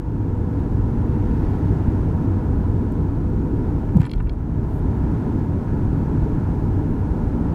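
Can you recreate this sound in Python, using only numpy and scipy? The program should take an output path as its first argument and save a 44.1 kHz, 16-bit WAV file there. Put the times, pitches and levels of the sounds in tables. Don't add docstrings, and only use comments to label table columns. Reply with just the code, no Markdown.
import sys
import numpy as np
from scipy import signal
from scipy.fft import rfft, irfft, next_fast_len
from scipy.io import wavfile
from scipy.ndimage import uniform_filter1d, map_coordinates

SR = 44100
rng = np.random.default_rng(int(sys.argv[2]) if len(sys.argv) > 2 else 0)


def transcribe(signal):
    frames = np.atleast_2d(signal).T
    limited = np.clip(frames, -1, 1)
    pcm = np.round(limited * 32767).astype(np.int16)
    wavfile.write(sys.argv[1], SR, pcm)


def how_loud(loudness_db):
    steps = np.asarray(loudness_db, float) / 20
    return 10 ** steps


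N = 332514


def unit(x):
    return x / np.sqrt(np.mean(x ** 2) + 1e-20)


def curves(rows):
    times, *columns = np.transpose(rows)
    return [np.interp(np.arange(N) / SR, times, column) for column in columns]


def wobble(rate):
    knots = rng.standard_normal(int(N * rate / SR) + 4)
    return map_coordinates(knots, [np.arange(N) * rate / SR])


def noise(spectrum, modes=(), patchy_db=0.):
    z = signal.stft(rng.standard_normal(N + 512), nperseg=512)[2]
    patches = uniform_filter1d(rng.standard_normal(z.shape), 8, 0)
    patches = unit(uniform_filter1d(patches, 8, 1))
    x = signal.istft(z * how_loud(patchy_db * patches), nperseg=512)[1][:N]
    m = next_fast_len(N)
    hz = np.fft.rfftfreq(m, 1 / SR) + 1
    f, level = np.transpose(spectrum)
    db = np.interp(np.log(hz), np.log(f), level, left=-120)
    for centre, width, lift in modes:
        db += lift / (1 + (2 * (hz - centre) / width) ** 2)
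    return unit(irfft(rfft(x, m) * how_loud(db), m)[:N])


def ring(modes, t, scatter_db, attack):
    total = np.zeros(len(t))
    for hz, db, t60 in modes:
        strength_db = db + rng.normal(0, scatter_db)
        total += how_loud(strength_db - 60 * t / t60) * np.sin(2 * np.pi * hz * t)
    return (1 - np.exp(-t / attack)) * total


def place(out, s, sound):
    out[round(s * SR):][:len(sound)] += sound


def crack(t):
    spike = np.exp(-((t - .0012) * SR) ** 2)
    puff = .07 * how_loud(-60 * t / .012) * rng.standard_normal(len(t))
    return spike + puff


# t/s, depth/dB, hold/s, recovery/s
GAIN_DUCKS = [
    (-.1, 3.5, 0.02, 0.53),
    (4.02, 7, 0.3, .3),
]


def gain_db():
    t = np.arange(N) / SR
    fall_s = .03
    total = np.zeros(N)
    for s, depth_db, hold, recovery in GAIN_DUCKS:
        drop = ((t - s) / fall_s).clip(0, 1)
        total -= depth_db * drop * np.exp(-(t - s - hold).clip(0) / recovery)
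    return total


# t/s, unevenness/dB, coarseness/dB
ROAD_SURFACE = [(0, -1.5, -3), (.5, 0, -0.5), (1.1, 1, -0.5), (1.4, -0.5, 0.8), (2.0, 2, 0.6),
                (2.4, 1, -0.5), (2.9, 0, -1.5), (3.3, 1, -2), (3.6, 0, -1), (4.05, 0.5, -2), (4.2, 5, 0.5),
                (4.5, 0, -.5), (5.2, -1, 1), (5.6, 0, -0.4), (6.1, -0.5, 0.4), (6.5, 0.5, 0.4),
                (6.9, 2, -0.9), (7.54, -2.5, 0.5)]
# f/Hz, level/dB
BOOM_SPECTRUM = [(20, 0), (30, -2.5), (60, 2.5), (110, 0), (140, -4), (170, -27.5), (260, -68.5)]
# f/Hz, width/Hz, lift/dB
BODY_MODES = [(36.5, 16, 5), (100.4, 19.6, 7.5)]
# f/Hz, level/dB
DRONE_SPECTRUM = [(90, -39.5), (130, -17), (150, 1.5), (205, -5), (290, -3.5), (400, -11.5), (470, -18),
                  (510, -19.5), (540, -39), (700, -71)]
# f/Hz, width/Hz, lift/dB
FLOOR_MODES = [(159.8, 7.2, 5), (216.6, 2.9, 5.5), (232.5, 7.1, 5.5), (282.4, 24, 2), (430.3, 31, 3.5)]
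# f/Hz, level/dB
ROAR_SPECTRUM = [(350, -29), (520, -4), (700, -3.5), (950, 0.5), (1160, -13.5), (1450, -10), (1580, -16),
                 (2000, -22), (2600, -28.5), (4000, -51)]
# f/Hz, width/Hz, lift/dB
TYRE_MODES = [(605, 30, 4.5), (915, 35, 0.5), (1108, 28, 3), (1283, 80, 3.5), (1684, 55, 6.5)]
# f/Hz, level/dB
HISS_SPECTRUM = [(1200, -22), (2200, -1), (3000, -1), (4000, -4), (5500, -7.5), (6100, -7), (7000, -10),
                 (10000, -15), (13000, -27), (15000, -28), (15800, -29.5)]


def road():
    boom_db, drone_db, roar_db, hiss_db = -22, -24, -39.5, -62.5
    warming_db_per_s = 0.07
    uneven_db, coarse_db = curves(ROAD_SURFACE)
    floor_db = .15 * uneven_db + .4 * coarse_db + warming_db_per_s * (np.arange(N) - N / 2) / SR
    boom = how_loud(boom_db + uneven_db + .8 * wobble(4)) * noise(BOOM_SPECTRUM, BODY_MODES)
    drone = how_loud(drone_db + floor_db + 0.52 * wobble(5)) * noise(DRONE_SPECTRUM, FLOOR_MODES, patchy_db=-0.73)
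    roar = how_loud(roar_db + coarse_db + 0.26 * wobble(6)) * noise(ROAR_SPECTRUM, TYRE_MODES, patchy_db=0.48)
    hiss = how_loud(hiss_db + 0.76 * coarse_db + .3 * wobble(12)) * noise(HISS_SPECTRUM, patchy_db=0.05)
    return boom + drone + roar + hiss


# t/s, f/Hz
WHINE_PITCH = [(0, 489), (2, 489), (2.7, 492.5), (3.1, 497), (3.7, 503), (4.6, 509), (5.8, 517), (6.5, 514),
               (7.54, 510)]
# t/s, level/dB
WHINE_LEVEL = [(0, -38), (1.5, -41), (2.1, -42.5), (2.8, -42), (3.8, -41), (4.6, -50.5), (5.8, -48),
               (6.4, -53), (7.54, -44)]
# share of the whine's f, level/dB
ENGINE_ORDERS = [(0.124, -28.5), (0.178, -29.5), (0.252, -33.5)]


def drivetrain():
    load_db = curves(ROAD_SURFACE)[0]
    turns = 2 * np.pi * np.cumsum(curves(WHINE_PITCH)[0]) / SR
    whine_db = curves(WHINE_LEVEL)[0] + 2.4 * wobble(4)
    total = how_loud(whine_db) * np.sin(turns + 0.54 * wobble(6.5))
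    for share, db in ENGINE_ORDERS:
        hum_db = db + load_db + 3.6 * wobble(2.55)
        total += how_loud(hum_db) * np.sin(share * turns + 0.27 * wobble(3.13))
    return total


def camera_whistle():
    return how_loud(-95.5) * np.sin(2 * np.pi * 15688 * np.arange(N) / SR)


# closest t/s, level/dB, passing time/s
ONCOMING_CARS = [
    (1.5, -56.5, 0.34),
    (5.1, -66.5, .25),
]
# f/Hz, level/dB
ONCOMING_TYRES = [(900, -14.5), (1500, -7), (1800, 3.5), (2300, -8.5), (4000, -14.5), (8000, -27)]


def oncoming():
    t = np.arange(N) / SR
    swell = sum(how_loud(db) / np.sqrt(1 + ((t - s) / passing) ** 4) for s, db, passing in ONCOMING_CARS)
    return swell * noise(ONCOMING_TYRES, patchy_db=0.5)


# t/s, peak level/dB
DASHBOARD_TICKS = [
    (2.9209, -46.5),
    (4.972, -60),
]


def dashboard_ticks():
    t = np.arange(N) / SR
    decay = sum(how_loud(db - 2 - 60 * (t - s).clip(0) / .018) * (t >= s) for s, db in DASHBOARD_TICKS)
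    return decay * noise([(4500, -32), (7000, -1), (15500, 0.0)])


# t/s, level/dB
TRAY_KNOCKS = [(3.891, -32), (4.005, -33), (4.0154, -27), (4.0305, -27), (4.0418, -25), (4.052, -29),
               (4.0664, -24.5), (4.1347, -32.5), (4.15, -41), (4.2005, -26), (4.2045, -26.5), (4.2714, -31),
               (4.2941, -38)]
# f/Hz, level/dB, T60/s
TRAY_MODES = [(953, 1, 0.031), (1220, -1.5, 0.024), (1420, -3, 0.027), (1760, -6, 0.024),
              (2340, -10, 0.027), (2650, -9.5, 0.017)]


def tray_knocks():
    out, t = np.zeros(N), np.arange(SR // 10) / SR
    for s, db in TRAY_KNOCKS:
        place(out, s, how_loud(db - 6) * ring(TRAY_MODES, t, scatter_db=1.5, attack=0.00061))
    return out


# t/s, level/dB
TRIM_SCUFFS = [(3.891, -52), (3.9705, -47), (3.9952, -53), (4.0018, -44), (4.006, -44), (4.0154, -34.5),
               (4.031, -44), (4.0418, -44), (4.056, -44), (4.0664, -42), (4.075, -47), (4.15, -52),
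               (4.179, -46), (4.2015, -45), (4.2714, -51)]
# t/s, level/dB
TRIM_SNAPS = [(4.005, -44), (4.0515, -31), (4.062, -42), (4.0943, -32.5), (4.114, -26), (4.1343, -27.5),
              (4.2937, -29.5)]
# f/Hz, level/dB, T60/s
TRIM_MODES = [(2340, 1.5, .015), (2700, -1, .011), (3340, 2.5, .014), (4290, 2.5, .012), (4600, -4, .009),
              (5180, -8, .011), (11800, -20, .006)]
# f/Hz, level/dB
SCRAPE_SPECTRUM = [(1000, -2), (2000, 2), (4500, -8.5), (6000, -17), (15000, -32)]


def trim():
    out, t = np.zeros(N), np.arange(SR // 10) / SR
    dull = noise(SCRAPE_SPECTRUM)
    for contacts, ringing, scraping in ((TRIM_SCUFFS, .5, 1.3), (TRIM_SNAPS, 1, .4)):
        for s, db in contacts:
            tick = ring(TRIM_MODES, t, scatter_db=1.2, attack=0.0007)
            tick = tick + .65 * np.pad(tick, (44, 0))[:len(t)]
            scrape = how_loud(-60 * t / .024) * dull[round(s * SR):][:len(t)]
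            body = np.roll(ringing * tick + scraping * scrape, shift=36)
            place(out, s, how_loud(db - 8.5) * body + how_loud(db - 24) * crack(t))
    return out


# middle t/s, peak level/dB, ring f/Hz, length/s
FLOOR_BLOWS = [
    (3.9578, -7.5, 200, .0035),
    (3.9630, -6, 150, .0025),
    (3.9712, -.5, 115, .0034),
    (4.0027, -3.5, 135, .0044),
    (4.054, -14, 110, .006),
    (3.9703, -21, 600, .0007),
]
# middle t/s, peak level/dB, ring f/Hz, length/s
SPRING_REBOUNDS = [
    (4.175, -15.5, 40, 0.021),
    (4.258, -16.5, 60, 0.01),
]


def bump():
    t = np.arange(N) / SR
    directions = (1, 1, -1, 1, 1, -1, 1, 1)
    out = np.zeros(N)
    for (s, db, hz, length), way in zip(FLOOR_BLOWS + SPRING_REBOUNDS, directions):
        envelope = np.exp(-((t - s) / length) ** 2 / 2)
        out += way * how_loud(db) * envelope * np.cos(2 * np.pi * hz * (t - s))
    return out


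# t/s, level/dB
COIN_JUMPS = [(3.9699, -62), (4.005, -64), (4.052, -63), (4.062, -51), (4.1084, -56), (4.15, -68),
              (4.2248, -63), (4.2572, -70), (4.3288, -65)]
# f/Hz, level/dB, T60/s
COIN_MODES = [(10500, 7, .022), (13200, -20, .01)]
# t/s, level/dB
KEY_JUMPS = [(3.9699, -62), (3.9945, -61), (4.0023, -61), (4.005, -59), (4.0154, -57), (4.029, -57),
             (4.0418, -66), (4.052, -59), (4.062, -56), (4.0664, -61), (4.202, -66)]
# f/Hz, level/dB, T60/s
KEY_MODES = [(7650, 6, 0.02), (6500, -6, .012), (8510, -10, .015)]


def coins_and_keys():
    out, t = np.zeros(N), np.arange(SR // 10) / SR
    for jumps, modes, lift_db, scatter_db in ((COIN_JUMPS, COIN_MODES, 0, 0), (KEY_JUMPS, KEY_MODES, -1.5, 4)):
        for s, db in jumps:
            place(out, s, how_loud(db + lift_db) * ring(modes, t, scatter_db, attack=0.00061))
    return out


# t/s, level/dB
EDGE_CRACKS = [(3.9700, -36), (3.9754, -64), (4.0014, -39), (4.005, -58), (4.0154, -46.5), (4.0305, -57),
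               (4.0418, -58), (4.062, -55), (4.0664, -58), (4.1084, -60), (4.1143, -47), (4.135, -51),
               (4.15, -62), (4.1592, -55), (4.1926, -62), (4.202, -62), (4.2248, -60), (4.2572, -62),
               (4.3288, -59)]


def edge_cracks():
    out, t = np.zeros(N), np.arange(SR // 10) / SR
    for s, db in EDGE_CRACKS:
        place(out, s, how_loud(db + 15) * crack(t))
    return out


# f/Hz, level/dB
JIGGLE_SPECTRUM = [(1000, -2), (2000, 8), (4500, -10), (7000, -13), (11000, -23), (15000, -28)]


def jiggle():
    start, db, t60, lumpy_db = 4.0, -51.5, 0.5, 6.5
    since = np.arange(N) / SR - start
    level_db = db - 60 * since.clip(0) / t60 + lumpy_db * wobble(130)
    return (since > 0) * how_loud(level_db) * noise(JIGGLE_SPECTRUM)


def mount_rub():
    start, end, first_db, growth_db = 4.62, 4.8, -75.5, 11
    t = np.arange(N) / SR
    progress = ((t - start) / (end - start)).clip(0, 1)
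    push = how_loud(first_db + growth_db * np.sin(1.9 * progress)) * (t > start) * (t < end)
    friction = noise([(5000, -20), (9000, 0), (15500, -1)], patchy_db=1.5)
    return uniform_filter1d(push, size=600) * friction


def scene():
    steady = how_loud(gain_db()) * (road() + drivetrain())
    loose = tray_knocks() + trim() + coins_and_keys() + edge_cracks() + jiggle()
    small = camera_whistle() + dashboard_ticks() + mount_rub()
    return (steady + oncoming() + bump() + loose + small)[None]


def low_pass(x):
    return signal.sosfilt(signal.butter(12, 15870, fs=SR, output="sos"), x)


def record(dry):
    ceiling, sag_from_hz, top_hz, sag_db = .7, 15000, 15820, -6
    x = dry / (1 + np.abs(dry / ceiling) ** 24) ** (1 / 24)
    m = next_fast_len(N)
    hz = np.fft.rfftfreq(m, 1 / SR)
    sag = how_loud(np.interp(hz, [sag_from_hz, top_hz], [0, sag_db])) * (hz < top_hz)
    mix = irfft(rfft(x, m) * sag, m)[:, :N]
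    return low_pass(mix)


dry = scene()
out = record(dry)
transcribe(out)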